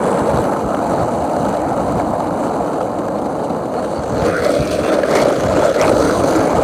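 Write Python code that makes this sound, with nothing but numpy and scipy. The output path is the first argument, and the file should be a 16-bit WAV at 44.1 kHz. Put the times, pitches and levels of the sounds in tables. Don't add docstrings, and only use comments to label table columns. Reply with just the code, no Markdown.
import sys
import numpy as np
from scipy import signal
from scipy.io import wavfile
from scipy.ndimage import uniform_filter1d, minimum_filter1d

SR = 44100
rng = np.random.default_rng(int(sys.argv[2]) if len(sys.argv) > 2 else 0)


def dump(signal):
    limited = np.clip(np.atleast_2d(signal).T, -1, 1)
    pcm = np.round(limited * 32767).astype(np.int16)
    wavfile.write(sys.argv[1], SR, pcm)


def attenuation_scalar(level_db):
    decades = np.asarray(level_db, float) / 20
    return 10 ** decades


N = 292383


def rms_one(x):
    return x / np.sqrt(np.mean(x ** 2) + 1e-20)


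def in_time(rows):
    s, *columns = np.transpose(rows)
    return [np.interp(np.arange(N) / SR, s, c) for c in columns]


def humps(rows):
    t, out = np.arange(N) / SR, np.zeros((len(rows[0]) - 2, N))
    for s, length_s, *values in rows:
        near = slice(max(int((s - length_s / 2) * SR), 0), int((s + length_s / 2) * SR))
        out[:, near] += np.outer(values, np.cos(np.pi * (t[near] - s) / length_s) ** 2)
    return out


def drift(rate_hz):
    r = np.exp(-16 * np.pi * rate_hz / SR)
    slow = signal.lfilter([1], [1, -2 * r, r * r], rng.standard_normal(N // 8 + 4002))[4000:]
    return np.interp(np.arange(N) / 8, np.arange(len(slow)), rms_one(slow - slow.mean()))


def resonance(x, hz, width_hz, count=1):
    r = np.exp(-np.pi * width_hz / SR)
    top = (1 - r * r) / 2
    section = [top, 0, -top, 1, -2 * r * np.cos(2 * np.pi * hz / SR), r * r]
    return signal.sosfilt([section] * count, x)


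def microphone_hiss():
    return attenuation_scalar(-70) * rng.standard_normal(N)


# middle in seconds, length in seconds, level in dB over calm air.
GUSTS = [(0.215, 0.063, 9), (0.369, 0.23, 14), (0.663, 0.082, 13), (0.998, 0.48, 8.5), (1.202, 0.24, 7),
         (1.437, 0.28, 9.5), (1.726, 0.44, 5), (1.946, 0.57, 8), (2.13, 0.24, 3.5), (2.285, 0.19, 7.5),
         (2.589, 0.2, 4), (3.417, 0.15, 5), (3.996, 0.039, 13.5), (4.21, 0.44, 11), (4.405, 0.12, 6.5),
         (4.605, 0.071, 12), (4.714, 0.45, 6), (4.814, 0.059, 10), (5.213, 0.26, 6), (5.498, 0.5, 12.5),
         (5.827, 0.085, 10.5), (5.892, 0.18, 9), (5.966, 0.13, 6), (6.151, 0.7, 9.5), (6.39, 0.09, 10.5),
         (6.585, 0.28, 10.5), (.33, 0.089, 4), (.4, 0.064, 0), (1.029, 0.056, 6.5), (1.962, 0.068, 8.5),
         (3.01, .06, 8.5), (4.13, 0.12, 5.5), (4.306, 0.025, 11.5), (5.243, 0.037, 10.5),
         (6.217, 0.056, 6.5), (6.584, 0.043, 9)]


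def wind():
    wind_db = -36 + 1.146 * humps(GUSTS)[0]
    band = signal.butter(2, [50, 205], "band", fs=SR, output="sos")
    eddies = signal.sosfilt(band, rng.standard_normal(N))
    eddies = eddies / uniform_filter1d(eddies ** 2, size=2600) ** 0.6
    return rms_one(eddies) * attenuation_scalar(wind_db + 2.25 * drift(47.0))


def moving_band(rows, rest_db, from_s, width_hz, impacts, bounce):
    hz, = in_time([(s, hz) for s, _, hz, _ in rows])
    level_db = rest_db + humps(rows)[1]
    force = rms_one(impacts * rng.standard_normal((2, N))) + rng.standard_normal((2, N))
    slow = signal.sosfilt(signal.butter(3, width_hz, fs=SR, output="sos"), force)
    turn = 2 * np.pi * np.cumsum(hz) / SR
    band = rms_one(slow[0] * np.cos(turn) + slow[1] * np.sin(turn))
    fade_in = np.clip((np.arange(N) / SR - from_s) / 0.26, 0, 1)
    return fade_in * attenuation_scalar(level_db + 2.0 * bounce) * band


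# middle in seconds, length in seconds, centre in Hz, level in dB over rest.
GLINTS = [
    (.08, .25, 10000, 6),
    (.28, .3, 11000, 8),
    (.43, 0.11, 12800, 7),
    (4.05, .5, 11500, -10),
    (4.45, .12, 12000, 9),
    (5.2, .14, 11500, 12),
    (5.84, .1, 11000, 16),
    (6.3, .3, 12000, 8),
]


def glints(road, bounce):
    return moving_band(GLINTS, -60.5, -.3, 1200, road, bounce)


# middle in seconds, length in seconds, ridge in Hz, level in dB over rest.
RIDGES = [(.22, .2, 7700, 18), (4.27, .1, 6520, 14), (4.46, .12, 6230, 17), (4.8, .3, 7000, 13),
          (5.2, .1, 6300, 16), (5.42, .25, 6180, 18), (5.65, 0.16, 7300, 15), (5.85, .1, 8250, 19),
          (6.07, 0.13, 8750, 15), (6.2, .1, 9000, 21), (6.33, .2, 6940, 19), (6.46, .12, 8850, 19)]


def thumb_ridges(road, bounce):
    return moving_band(RIDGES, -62, -.3, 300, road, bounce)


# middle in seconds, length in seconds, gap in Hz, level in dB over rest.
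CHINKS = [(.36, .06, 3900, 13), (3.78, .12, 4300, 19), (3.88, .12, 4400, 8), (3.98, 0.16, 4500, 21),
          (4.2, 0.23, 4200, 23), (4.28, .08, 4400, 18), (4.42, 0.2, 4290, 21), (4.73, .04, 3350, 17),
          (4.9, 0.24, 3450, 27), (5.215, .04, 4900, 22), (5.23, .03, 4000, 24), (5.563, .03, 2420, 28),
          (5.76, .05, 4300, 29), (5.83, .07, 2900, 27), (6.03, 0.21, 4400, 22), (6.08, .04, 6100, 15),
          (6.36, .03, 2000, 20)]


def finger_gaps(road, bounce):
    return moving_band(CHINKS, -64, 0, 220, road, bounce)


HAND_LOW_S = 4.05

# middle in seconds, length in seconds, hollow in Hz, level in dB over rest.
CUPS = [(4.233, 0.089, 1960, 6), (4.38, .14, 1750, 15), (4.454, 0.13, 2103, 16), (4.66, 0.51, 2480, 12.5),
        (4.872, 0.19, 2577, 13.5), (5.029, 0.12, 1786, 11), (5.17, 0.29, 2090, 20.5),
        (5.504, 0.53, 2313, -1), (5.793, 0.088, 2036, 13), (5.843, 0.16, 2310, 18), (6.09, 0.22, 1994, 13),
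        (6.5, 0.19, 2210, 11)]


def cupped_hand(road, bounce):
    return moving_band(CUPS, -49.5, HAND_LOW_S, 220, road, bounce)


# middle in seconds, length in seconds, whirr in Hz, level in dB over rest.
WHIRRS = [
    (4.37, 0.11, 1480, 18.5),
    (4.5, .08, 1380, 10),
    (4.93, .2, 1320, 15),
    (5.07, .12, 1504, 11),
    (5.67, 0.13, 1380, 16),
    (6.15, 0.4, 1096, 17),
]


def wheel_whirr(road, bounce):
    return moving_band(WHIRRS, -43, HAND_LOW_S, 90, road, .5 * bounce)


# middle in seconds, length in seconds, mode in Hz, level in dB over rest.
SINGING = [
    (4.9, .12, 600, 11),
    (5.63, .08, 638, 12),
    (5.7, .07, 559, 19),
    (5.795, .11, 581, 17),
    (5.9, .06, 332, 12),
]


def singing_deck(road, bounce):
    return moving_band(SINGING, -40, HAND_LOW_S, 25.0, road, .3 * bounce)


# start in seconds, peak in dB, centre in Hz.
JOLTS = [(0.1775, -19, 2320), (0.3586, -9, 2380), (0.7462, -12, 2360), (0.7911, -21, 4060),
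         (1.5908, -14, 2310), (2.2678, -12, 2540), (2.4389, -22, 7700), (2.812, -9, 2420),
         (3.1847, -12, 2910), (4.2657, -19, 6150), (4.364, -4.5, 4860), (4.3949, -11, 4200),
         (4.445, 3, 4210), (4.5171, -4, 5160), (4.6728, -2, 4260), (4.7237, -5, 2750), (5.0315, 0, 2410),
         (5.1093, 0, 4400), (5.1522, 1, 2340), (5.248, -2, 4170), (5.5189, -14, 2270), (5.6491, 0, 4410),
         (5.696, -4, 4060), (5.7843, -21, 3184), (5.877, 3, 2640), (5.9638, -11.5, 4620),
         (5.9963, -2, 4550), (6.108, -2, 4370), (6.3609, -2, 6200), (6.3914, -17, 6060), (4.2193, -3, 2000),
         (4.331, -20, 1800), (4.4238, -11, 3000), (4.546, -17, 2000), (4.7062, -17, 2400),
         (4.8449, -13, 2590), (4.9392, 1, 3000), (5.0828, -3, 1800), (5.1981, 2, 2200), (5.5962, -13, 1800),
         (5.7518, -2, 1900), (5.9224, -5, 2580), (6.1943, -13, 3000), (6.2826, -13, 4310),
         (6.5914, -12, 1990)]
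# start in seconds, peak in dB, ring in Hz, ring time in seconds.
SNAPS = [(0.7458, -7, 1490, 0.00072), (0.7473, -23, 3000, 0.00092), (5.034, -10.5, 1670, 0.0032),
         (5.1532, -9, 5800, 0.00068), (5.814, 4.5, 5800, 0.00037), (5.8139, -7, 11500, 0.00022),
         (5.814, -16, 14500, .0003), (5.8142, -6, 3200, 0.00058), (5.8795, -16, 4500, .0006),
         (5.036, -16, 4500, .0008), (5.826, -10, 2600, 0.0007), (5.842, -3, 2200, 0.0008),
         (5.8772, -3, 900, .0008), (5.249, -7, 1300, .001), (5.858, -10, 2180, 0.0012),
         (5.879, -13, 2480, 0.0011)]


def hardware_ticks(rattle_db):
    jolts = [*JOLTS, *small_jolts(rattle_db)]
    out, t = np.zeros(N), np.arange(1500) / SR
    noise = rng.standard_normal((len(jolts), len(t)))
    swell = t / 0.0051 * np.exp(1 - t / 0.0022)
    for (s, peak_db, hz), hiss in zip(jolts, noise):
        burst = rms_one(resonance(resonance(hiss, hz, 0.4 * hz), hz, 5.1 * hz)) * swell
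        i = round(s * SR)
        out[i:i + len(t)] += (attenuation_scalar(peak_db - 21.0) * burst)[:N - i]
    for s, peak_db, hz, ring_s in SNAPS:
        i = round(s * SR)
        envelope = np.exp(-t / ring_s) * (1 - np.exp(-t / 0.00037))
        out[i:i + len(t)] += attenuation_scalar(peak_db) * np.sin(2 * np.pi * hz * t) * envelope
    return out


def small_jolts(rattle_db, count=30):
    loose_parts_hz = [2400, 3000, 4300, 6200]
    when, size, part = rng.random((count, 3)).T
    s = (np.arange(count) + when) / count * (N - 2000) / SR
    db = rattle_db[(s * SR).astype(int)] + 18 + 6 * (2 * size - 1)
    hz = np.take(loose_parts_hz, (part * len(loose_parts_hz)).astype(int))
    return list(zip(s, db, hz))


# peak time in seconds, peak in dB, ring in Hz, length in seconds.
KNOCKS = [(0.072, -12, 506, 0.0058), (0.151, -5, 565, 0.008), (0.291, -5, 590, 0.01),
          (0.393, -7, 490, 0.0075), (0.474, -7, 536, 0.0053), (1.652, -7, 690, 0.0052),
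          (1.783, -11.0, 584, 0.0059), (1.801, -8, 570, 0.0056), (4.285, -8, 505, 0.0072),
          (4.406, -4.5, 533, 0.0067), (4.424, -10, 530, 0.0061), (4.466, -6, 608, 0.0151),
          (4.495, -4, 560, 0.0037), (4.54, -3, 553, 0.01), (4.568, -4.5, 615, 0.0083),
          (4.583, -5.5, 524, 0.004), (4.789, -7, 543, 0.0089), (4.859, -6, 590, 0.0062),
          (4.888, -9, 640, 0.0153), (4.922, -5.5, 598, 0.0088), (4.989, -0.5, 550, 0.0047),
          (5.038, -3, 550, 0.0078), (5.135, -1.5, 590, 0.0084), (5.15, -17, 613, 0.0084),
          (5.228, -10, 590, 0.0081), (5.258, 2, 565, 0.0054), (5.279, -5, 580, 0.0048),
          (5.474, -5.5, 615, 0.0047), (5.5, -3, 632, 0.0059), (5.566, -3.5, 507, 0.0062),
          (5.605, -7, 560, 0.0078), (5.654, 2, 624, 0.0055), (5.689, -5.5, 562, 0.012),
          (5.712, -3.5, 515, 0.0107), (5.763, -4, 568, 0.0092), (5.811, -2, 590, 0.0102),
          (5.883, -6, 550, 0.007), (5.918, -0.5, 550, 0.0082), (5.941, -3, 605, 0.005),
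          (5.966, -5.5, 571, 0.0141), (5.998, -1, 526, 0.0041), (6.008, -2.5, 491, 0.013),
          (6.243, -4, 540, 0.0092), (6.269, -9, 560, 0.0093), (6.283, -3, 544, 0.0079),
          (6.461, -7, 614, 0.0055), (6.474, -4, 484, 0.0062), (6.553, -6.5, 714, 0.0098),
          (6.593, -4, 490, 0.0047), (6.622, -3, 550, 0.0033)]
MORE_KNOCKS = [(0.228, -12, 496, 0.0078), (0.711, -7, 665, 0.0048), (0.744, -7, 636, 0.0039),
               (0.878, -18, 560, 0.0064), (0.938, -18, 605, 0.0078), (1.369, -11, 595, 0.0064),
               (1.722, -10, 780, 0.013), (2.137, -8, 650, 0.0062), (2.511, -8, 687, 0.0074),
               (2.607, -7, 693, 0.0067), (3.608, -19, 503, 0.0044), (3.755, -11, 450, 0.0053),
               (4.27, -19, 1033, .01), (4.737, -12, 530, 0.0059), (5.28, -7, 330, 0.0098),
               (5.322, -4, 350, 0.0045), (5.584, -4, 327, 0.0064), (5.624, -9, 890, .01),
               (5.826, -13, 300, 0.0043), (5.883, -6, 310, 0.0096), (5.901, -3, 332, 0.0071),
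               (5.933, -2.5, 302, 0.0046), (6.37, -9, 313, 0.017)]


def knocks():
    out, t = np.zeros(N + 3000), np.arange(3000) / SR
    for s, peak_db, hz, length_s in [*KNOCKS, *MORE_KNOCKS]:
        rise_s = 0.00222 + 0.381 * length_s
        i = round((s - rise_s) * SR)
        envelope = (t / rise_s * np.exp(1 - t / rise_s)) ** 2.65
        out[i:i + len(t)] += attenuation_scalar(peak_db - 4.0) * envelope * np.sin(2 * np.pi * hz * t)
    return out[:N]


# middle in seconds, length in
# seconds, drone change in dB.
HOPS = [(.607, 0.023, -6), (.768, 0.013, -7), (2.598, 0.016, 3), (4.316, 0.023, -4), (4.667, 0.024, 1.5),
        (4.772, 0.025, -6), (4.872, 0.017, -6), (5.07, 0.03, -7), (5.178, 0.022, -1), (5.555, .02, -2),
        (5.738, 0.058, -7)]


def unloading():
    t, dip_db = np.arange(N) / SR, humps(HOPS)[0]
    for s, _, _, length_s in [*KNOCKS, *MORE_KNOCKS]:
        near = slice(max(round((s - .04) * SR), 0), round((s + .04) * SR))
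        hang_s = 0.0024 + 0.65 * length_s
        dip_db[near] -= 1 * np.exp(-((t[near] - s + 0.0033) / hang_s) ** 2)
    return attenuation_scalar(dip_db)


def stones(per_s, spread_db):
    sizes = attenuation_scalar(spread_db * np.minimum(rng.exponential(1, N), 5))
    return sizes * (rng.random(N) < per_s / SR) + 1e-18


def bouncing():
    return rms_one(0.74 * drift(3.1) + 0.5 * drift(38.0) + 1.86 * drift(106.0))


# time in seconds, load in dB, coarseness in dB.
ROLL = [(0, -13.5, 3.5), (.4, -14.5, 2), (.5, -16, -0.5), (1.5, -16, 2), (2.2, -17, -1.5), (3.6, -18, -2.5),
        (4.04, -19.5, 3.5), (4.26, -13.5, 4), (4.36, -19, 7.5), (4.54, -10.5, 6), (4.66, -17.5, 8),
        (4.92, -11.5, 6), (5.07, -12.5, 7), (5.23, -12.5, 6), (5.38, -15.5, 6.5), (5.6, -13, 4.5),
        (6.0, -12.5, 9.5), (6.63, -13, 4.5)]
# middle in seconds, length in seconds, scuff
# change in dB, rattle change in dB.
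SWELLS = [(.01, 0.025, -2, -6), (.509, 0.1, 2.5, 0.5), (.988, 0.32, 2.5, 0), (1.636, 0.41, 2, -1.7),
          (1.78, 0.036, 4.5, 0), (2.0, 0.023, 8, 4), (2.449, 0.13, 4, 5), (2.923, 0.09, -2, -2),
          (2.99, 0.021, 5, 5), (3.45, 0.042, -2, 6.5), (3.7, 0.13, -4, -4), (3.786, 0.11, 4.5, 0),
          (4.0, 0.12, 3, -0.5), (4.26, 0.14, 0.5, 5), (4.34, 0.2, 6, -3.5), (4.535, 0.18, -8, -0.5),
          (4.61, .03, -7, 0), (5.104, 0.017, -6, -4), (4.729, 0.081, 0.5, 5.5), (4.819, 0.082, -2, -2),
          (5.02, 0.22, -3, -4), (5.162, 0.07, 1.5, 6), (5.222, 0.068, 1.5, 7.5), (5.173, 0.019, -5, -4),
          (5.245, .02, -9, -9), (5.65, 0.067, 2, 2), (5.736, 0.021, -5, -7), (5.776, 0.022, 1, -7),
          (5.845, 0.15, 4, 2), (5.897, 0.02, 6, 2), (6.06, 0.059, 1.5, 2.5), (6.17, 0.062, -6, -3),
          (6.3, 0.083, 0.5, 3), (6.5, .06, -2.5, -1)]


def road_levels():
    load_db, coarse_db = in_time(ROLL)
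    load_db = load_db + 16
    scuffed_db, shaken_db = humps(SWELLS)
    deck_db = -16 + load_db + 0.39 * scuffed_db + 0.25 * shaken_db
    scuff_db = -29 + 1.32 * load_db + 0.27 * coarse_db + scuffed_db
    rattle_db = -40 + 0.76 * load_db + coarse_db + shaken_db
    return deck_db, scuff_db, rattle_db


# time in seconds, pose (0 raised, 1 ahead, 2 down, 3 at the board's nose, 4 turned aside).
AIM = [(0, 0.058), (.4, 0.45), (.65, 1.1), (2, 1.08), (3.6, 1.24), (3.9, 1.25), (4.1, 1.36), (4.3, 1.9),
       (4.6, 2.0), (4.82, 2.06), (5.0, 2.24), (5.25, 2.32), (5.58, 2.34), (5.68, 2.2), (5.8, 2.26),
       (5.87, 3.5), (6.1, 3.98), (6.63, 3.43)]


def phone_aim():
    return in_time(AIM)[0]


def body(modes, impacts, bounce_db, aim, grit, patchy_db, flicker_db):
    out, power = 0, 0
    for hz, width_hz, *pose_db in modes:
        force = rms_one(impacts * rng.standard_normal(N)) + grit * rng.standard_normal(N)
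        felt_db = bounce_db / (1 + (hz / 14500) ** 2)
        ringing = resonance(force * attenuation_scalar(felt_db), hz, 1.83 * width_hz, count=3)
        gain = attenuation_scalar(np.interp(aim, range(len(pose_db)), pose_db)) * np.sqrt(width_hz)
        wander = patchy_db * (1 + 0.2 * aim) * drift(3.2) + flicker_db * drift(34.0)
        out = out + gain * attenuation_scalar(wander) * rms_one(ringing)
        power = power + gain ** 2
    return out / np.sqrt(power)


# pitch in Hz, width in Hz, then level in dB per Hz in poses 0, 1, 2, 3 and 4.
TRUCKS = [(2900, 360, -3, 3, -3.5, 1, -10), (3360, 270, 0, -9.5, 2, -9, -9),
          (3975, 650, 1, 2.5, -2, -2, -5), (4430, 670, -9, 1.5, -2, -5.5, -1),
          (5310, 650, -14, -6.5, -7, -1, -14), (6150, 550, -9, 3.5, -3, -9.5, -2.5),
          (7230, 1600, -18, -0.5, -6, -4.5, -10.5), (7880, 1200, 1.5, -2.5, -21, -3, -28),
          (8860, 1400, -10, -4.5, -8, -9, -8.5), (10000, 2000, -13, -1.5, -26, -25, -27),
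          (12000, 3900, -19, -17.5, -20.5, -19, -23), (15300, 1300, -23, -12.5, -21, -25, -22)]


def truck_rattle(level_db, road, bounce, aim):
    rattle = body(TRUCKS, road, 2.25 * bounce, aim, grit=0.74, patchy_db=-0.15, flicker_db=1.38)
    rattle = attenuation_scalar(level_db - 2.5) * rattle
    return rattle - 0.32 * resonance(rattle, hz=5340, width_hz=320)


# time in seconds, extra path in mm, strength from 0 to 1.
FINGERS = [(0, 87, 0.43), (.45, 83, 0.05), (.7, 63, 0.16), (3.9, 57, 0.2), (4.2, 77, 0.15),
           (4.45, 105, 0.2), (5.2, 89, 0.02), (5.5, 75, 0.1), (5.8, 79, 0.05), (6.1, 70, 0.23),
           (6.4, 81, 0.27), (6.63, 68, 0.2)]


def finger_echo(x):
    path_mm, strength = in_time(FINGERS)
    delay_s = path_mm / 343000
    moments = np.arange(0, 2 * N, 2) - 2 * delay_s * SR
    late = np.interp(moments, np.arange(2 * N), signal.resample_poly(x, 2, 1))
    return (x - strength * late) / np.sqrt(1 + strength ** 2)


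# pitch in Hz, width in Hz, then level in dB per Hz in poses 0, 1, 2, 3 and 4.
WHEELS = [
    (1253, 198, -2, 14.5, 14, -1.5, -1),
    (1438, 350, -4.5, 5.5, 7.5, -6.5, -9),
    (1750.0, 390, -21, -9, 1.5, -21, -22),
    (2150, 440, -16.5, -4, -1, -15, -20.5),
    (2480.0, 190, -33, -12, -2, -28, -22),
]


def wheel_scuff(level_db, road, bounce, aim):
    scuff = body(WHEELS, road, 1.6 * bounce, aim, grit=0.61, patchy_db=0.66, flicker_db=1.5)
    return attenuation_scalar(level_db - 4.0) * scuff


# pitch in Hz, width in Hz, then level in dB per Hz in poses 0, 1, 2, 3 and 4.
DECK = [
    (186.3, 117, -2, -2, -9, -11.5, -4.5),
    (296, 69, -1.5, -1.5, -2.5, -6, 5),
    (407, 74, -11, -26, -7.5, -7.5, -0.5),
    (472.8, 110, 0.5, -2.5, -1, -6.5, 2.5),
    (543.4, 101, -5, -4, -6, -9, 0.5),
    (610, 99, -2.5, -4, -1.5, 2, -1),
    (704, 94, -9.5, -0.5, -11.5, -3.5, -6),
    (835, 125, -5.5, -3, -17.5, -2.5, -6.5),
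    (1017, 185, -8, -10, -18, -5.5, -15),
]


def deck_drone(level_db, road, bounce, aim):
    drone = body(DECK, road, 2.2 * bounce, aim, grit=1.12, patchy_db=0.8, flicker_db=0.75)
    drone = rms_one(drone / (uniform_filter1d(drone ** 2, size=500) + 1e-9) ** 0.27)
    return attenuation_scalar(level_db - 1.5) * unloading() * drone


# middle in seconds, length in seconds, depth from 0 to 1.
SHADOWS = [
    (4.35, 0.16, 0.7),
    (4.55, 0.17, 0.5),
    (4.72, 0.22, 0.64),
    (4.82, .08, 0.4),
    (5.05, 0.1, 0.5),
    (5.37, 0.15, 1),
    (5.72, 0.093, 0.7),
]


def leg_shadow(x):
    return x - np.clip(humps(SHADOWS)[0], 0, 1) * resonance(x, hz=860, width_hz=330)


# time in seconds, missing pitch in Hz, depth from 0 to 1.
EDGE = [
    (.45, 11400, 0.1),
    (.8, 11400, .5),
    (4.1, 11400, .5),
    (4.3, 6940, 0.4),
    (5.0, 7300, 0.4),
    (5.4, 8250, .5),
    (5.65, 9700, 0.3),
    (5.9, 6900, 0.2),
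    (6.2, 7400, 0.44),
    (6.55, 8400, 0.3),
]


def edge_notch(x):
    hz, depth = in_time(EDGE)
    trembling_hz = hz * (1 + .035 * drift(6.0))
    turn = np.exp(2j * np.pi * np.cumsum(trembling_hz) / SR)
    band = signal.lfilter(*signal.butter(1, 520, fs=SR), x / turn) * turn
    return x - 2 * np.clip(depth, 0, 1) * band.real


def scene():
    deck_db, scuff_db, rattle_db = road_levels()
    aim, bounce = phone_aim(), bouncing()
    road = stones(per_s=2500., spread_db=2.5)
    air = wind() + microphone_hiss()
    hand = cupped_hand(road, bounce) + finger_gaps(road, bounce)
    hand = hand + glints(road, bounce) + thumb_ridges(road, bounce)
    tones = singing_deck(road, bounce) + wheel_whirr(road, bounce)
    strikes = hardware_ticks(rattle_db) + knocks()
    rattle = finger_echo(truck_rattle(rattle_db, road, bounce, aim))
    board = deck_drone(deck_db, road, bounce, aim) + wheel_scuff(scuff_db, road, bounce, aim)
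    return edge_notch(air + hand + tones + strikes + rattle + leg_shadow(board))[None]


def limiter(x):
    gain = minimum_filter1d(np.minimum(1, .9 / (np.abs(x) + 1e-9)), size=201)
    return x * uniform_filter1d(gain, size=101)


def low_pass(x):
    return signal.sosfilt(signal.butter(12, 15700, fs=SR, output="sos"), x)


def record(dry):
    bass_cut = signal.butter(3, 50, "high", fs=SR, output="sos")
    top_cut = signal.cheby2(10, 60, 16750, fs=SR, output="sos")
    mix = limiter(signal.sosfilt(np.vstack([bass_cut, top_cut]), dry))
    return low_pass(mix)


dry = scene()
out = record(dry)
dump(out)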